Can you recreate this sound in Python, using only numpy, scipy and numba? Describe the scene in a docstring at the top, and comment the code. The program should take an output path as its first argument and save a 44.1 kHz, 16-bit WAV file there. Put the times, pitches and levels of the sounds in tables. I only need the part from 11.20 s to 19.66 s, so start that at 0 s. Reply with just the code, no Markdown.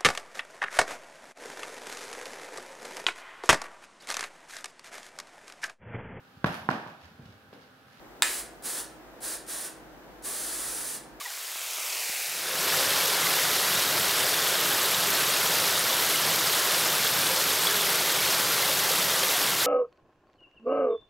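"""A thin, distant rush with a few faint squeaks and knocks, then a close fall: a forest creek spills
over a log into a pool. A ground echo colours the distant rush and shifts as the listener nears.
The fall is a dense wash of splashes, ringing air bubbles and spray ticks, with single loud pops,
a resonant hollow under the log and the low churn of air driven into the plunge pool."""
import sys
import numpy as np
from scipy import signal
from scipy.fft import rfft, irfft, next_fast_len
from scipy.io import wavfile
from numba import njit

SR = 44100
rng = np.random.default_rng(int(sys.argv[2]) if len(sys.argv) > 2 else 0)


def int16_out(signal):
    """Quantize to a 16-bit WAV file."""
    q = np.round(np.clip(np.atleast_2d(signal).T, -1, 1) * 32767)
    wavfile.write(sys.argv[1], SR, q.astype(np.int16))


N = 373086
TIME = np.arange(N) / SR
N_FFT = next_fast_len(N)
BIN_HZ = np.maximum(np.fft.rfftfreq(N_FFT, 1 / SR), 1)
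CUTOFF_HZ = 15750


def from_db(db):
    """Decibels to gain."""
    return 10 ** (np.asarray(db) / 20)


def rms_one(x):
    """Scale to rms 1."""
    return x / np.sqrt(np.mean(x ** 2) + 1e-20)


def ramp(start_s, length_s):
    """Linear rise from 0 to 1."""
    return np.clip((TIME - start_s) / length_s, 0, 1)


def drift(rate_hz):
    """Smooth random wander, rms 1."""
    hop, settle = 40, 2000
    pole = np.exp(-2 * np.pi * rate_hz * hop / SR)
    noise = rng.standard_normal(N // hop + settle + 2)
    slow = signal.lfilter([1], [1, -2 * pole, pole * pole], noise)[settle:]
    return np.interp(np.arange(N) / hop, np.arange(len(slow)), rms_one(slow))


def coloured(x, colour):
    """Filter by a curve of (f/Hz, relative level/dB); rms 1."""
    hz, db = np.transpose(colour)
    gain = from_db(np.interp(np.log(BIN_HZ), np.log(hz), db))
    return rms_one(irfft(rfft(x, N_FFT) * gain, N_FFT)[:N])


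@njit
def moving_band(x, hz, width_hz):
    """Unity-gain band-pass with a gliding centre."""
    out, low, band = np.zeros(N), 0., 0.
    for i in range(N):
        step, damping = 2 * np.sin(np.pi * hz[i] / SR), width_hz / hz[i]
        low += step * band
        new = band + step * (x[i] - low - damping * band)
        out[i] = damping * (band + new) / 2
        band = new
    return out


@njit
def ringing(start, hz, peak, t60_s, rise):
    """Damped sines; each climbs in pitch as its bubble nears the surface."""
    out = np.zeros(N)
    for k in range(len(start)):
        length = t60_s[k] * SR
        for i in range(min(int(length), N - start[k])):
            age = i / length
            phase = 2 * np.pi * hz[k] * i / SR * (1 + rise * age / 2)
            out[start[k] + i] += peak[k] * 1000. ** -age * np.sin(phase)
    return out


def bubbles(low_hz, high_hz, cycles, spread_db, rise, count):
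    """Bubbles born at random, uniform in log pitch, a few much stronger than the rest; rms 1."""
    when, size, luck, decay = rng.random((count, 4)).T
    hz = low_hz * (min(high_hz, CUTOFF_HZ) / low_hz) ** size
    strength = np.minimum(-np.log(1 - luck), 4.5)
    peak = hz * from_db(spread_db * strength)  # factor hz keeps the band white
    t60_s = cycles * (.5 + decay) / hz
    return rms_one(ringing((when * N).astype(np.int64), hz, peak, t60_s, rise))


def far_creek():
    """Distant fizz and its ground echo grow on approach; notches fall as the path difference grows."""
    # creek spectrum: f/Hz, relative level/dB
    far_colour = [(30, -42), (130, -25.5), (250, -21), (400, -7), (680, -2), (1200, 0), (1650, 0.5),
                  (2100, 2), (2700, 1), (3600, 1.5), (5600, 1.6), (9000, -0.5), (13000, -1.5), (16000, -5)]
    # bands the echo cancels: t/s, low notch f/Hz, high notch f/Hz
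    echo_notches = [(.15, 2600, 6200), (.5, 1780, 4600), (.79, 1550, 3450), (.88, 1150, 3100),
                    (1.15, 1000, 3280)]
    fizz = bubbles(low_hz=392, high_hz=15000, cycles=12, spread_db=3, rise=.1, count=30000)
    direct = coloured(rng.standard_normal(N) + from_db(-6.5) * fizz, far_colour)
    t_s, low_hz, high_hz = np.transpose(echo_notches)
    low_band = moving_band(direct, np.interp(TIME, t_s, low_hz), width_hz=530.)
    high_band = moving_band(direct, np.interp(TIME, t_s, high_hz), width_hz=510.)
    crest = moving_band(direct, hz=np.full(N, 2400.), width_hz=480.)
    nearness = ramp(start_s=.054, length_s=.71)
    echo = .62 * np.sqrt(nearness) * (.81 * crest - low_band - .77 * high_band)
    return from_db(-38 + 7 * nearness) * (direct + echo)


def squeaks(fall_per_s=7.3):
    """Short falling tones with their octave."""
    # centre t/s, f/Hz, length/s, fundamental level/dB, octave level/dB
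    tones = [(0.015, 1140, 0.016, -33.5, -44), (0.061, 970, .024, -39, -33), (0.073, 830, 0.039, -45, -56),
             (.106, 790, .025, -47, -41)]
    out = np.zeros(N)
    for t_s, hz, length_s, first_db, octave_db in tones:
        offset_s = TIME - t_s
        phase = 2 * np.pi * hz * offset_s * (1 - fall_per_s * offset_s / 2)
        swell = np.cos(np.pi * np.clip(offset_s / length_s, -.5, .5)) ** 2
        out += swell * (from_db(first_db) * np.sin(phase) + from_db(octave_db) * np.sin(2 * phase))
    return out


def knocks():
    """Soft knocks, each one dull, broadband pulse."""
    # t/s, peak level/dB, f/Hz
    pulses = [(.176, -30, 720), (.358, -28.5, 620), (.584, -30, 600), (.896, -36, 220)]
    out = np.zeros(N)
    for t_s, peak_db, hz in pulses:
        click = signal.unit_impulse(N, round(t_s * SR)) + 1e-18
        band_pass = signal.butter(2, [hz / 1.6, hz * 2.6], "band", fs=SR, output="sos")
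        dull = signal.sosfilt(band_pass, click)
        out += from_db(peak_db) * dull / np.abs(dull).max()
    return out


def churn():
    """Air clouds driven deep into the pool throb as a whole."""
    # plunge pool spectrum: f/Hz, relative level/dB
    churn_colour = [(25, -48), (45, -30), (70, -20), (105, -6), (140, -4), (168, 0), (205, -5.5),
                    (245, -11), (400, -31.5)]
    return coloured(rng.standard_normal(N), churn_colour) * from_db(1.4 * drift(rate_hz=7.5))


def hollow():
    """Gulps of air ring the hollow under the log; each mode swells on its own."""
    # resonances: f/Hz, width/Hz, level/dB re the splash
    modes = [(293.4, 10.5, -33.5), (405, 26, -26.5), (522, 28, -22.5), (618, 21, -26)]
    out = np.zeros(N)
    for hz, width_hz, db in modes:
        tone = signal.lfilter(*signal.iirpeak(hz, hz / width_hz, fs=SR), rng.standard_normal(N))
        out += from_db(db) * rms_one(tone * from_db(3.1 * drift(rate_hz=3.6)))
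    return out


def pops(count=60, low_hz=1493, high_hz=4820, cycles=102):
    """Single bubbles ring out above the wash, thin and without bass; lesser ones come at random."""
    # loudest bubbles: t/s, f/Hz, peak level/dB
    loud_pops = [(2.068, 2020, -23), (3.9036, 13260, -14), (4.594, 8870, -15), (4.729, 3560, -20),
                 (4.957, 2900, -19.5), (5.2725, 4820, -19), (5.868, 3400, -19), (6.47, 3360, -14.5),
                 (6.611, 3480, -18), (6.7574, 11280, -15), (8.036, 3220, -20)]
    when, size, luck = rng.random((count, 3)).T
    stray_hz = low_hz * (high_hz / low_hz) ** size
    stray_db = -26 + 2.5 * (2 * luck - 1)
    strays = np.transpose([when * N / SR, stray_hz, stray_db])
    t_s, hz, peak_db = np.vstack([loud_pops, strays]).T.copy()
    plinks = ringing((t_s * SR).astype(np.int64), hz, from_db(peak_db), t60_s=cycles / hz, rise=.063)
    return signal.sosfilt(signal.butter(2, 900, "high", fs=SR, output="sos"), plinks)


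def wash(surge_db, flicker_db, flicker_hz):
    """Merged splashes: each half octave flickers on its own; the treble follows the surges most."""
    white = rfft(rng.standard_normal(N_FFT))
    band = np.clip(np.floor(2 * np.log2(BIN_HZ / 250)), 0, 11)
    out = np.zeros(N)
    for k, coupling in enumerate(np.linspace(.5, 1, 12)):
        noise = irfft(white * (band == k), N_FFT)[:N]
        out += noise * from_db(flicker_db * drift(flicker_hz) + coupling * surge_db)
    return rms_one(out)


def near_fall():
    """A sheet of water hits the pool in uneven surges, traps air and throws spray."""
    # splash spectrum: f/Hz, relative level/dB
    splash_colour = [(30, -50), (150, -35), (250, -9), (370, -2), (530, -1.1), (750, -2), (1350, .5),
                     (2500, -2.5), (3500, 0), (4800, -2.5), (6700, -5), (9800, -6.5), (12400, -3.5),
                     (15800, -11.5)]
    surge_db = .48 * drift(rate_hz=29)
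    rush = wash(surge_db, flicker_db=1, flicker_hz=28)
    gurgle = bubbles(low_hz=301, high_hz=5500, cycles=27.6, spread_db=2.5, rise=.11, count=22000)
    glugs = bubbles(low_hz=326.6, high_hz=2200, cycles=34, spread_db=2, rise=.1, count=1600)
    spray = bubbles(low_hz=4430, high_hz=15600, cycles=13, spread_db=3, rise=.05, count=24000)
    grains = from_db(-10) * gurgle + from_db(-18.5) * glugs + from_db(-5) * spray
    splash = coloured(rush + grains * from_db(surge_db), splash_colour)
    return from_db(-24.5) * (splash + from_db(-22) * churn() + hollow())


def scene():
    """The distant creek crossfades to the close fall; both channels alike."""
    close = ramp(start_s=1.045, length_s=.5)
    mono = (1 - close) * far_creek() + close * (near_fall() + pops()) + squeaks() + knocks()
    return np.array([mono, mono])


def record(dry, low_cut_hz=28):
    """The microphone loses the deepest bass; the top is cut steeply."""
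    lean = signal.sosfilt(signal.butter(2, low_cut_hz, "high", fs=SR, output="sos"), dry)
    return signal.sosfilt(signal.ellip(12, .1, 80, CUTOFF_HZ, fs=SR, output="sos"), lean)


dry = scene()
out = record(dry)
int16_out(out)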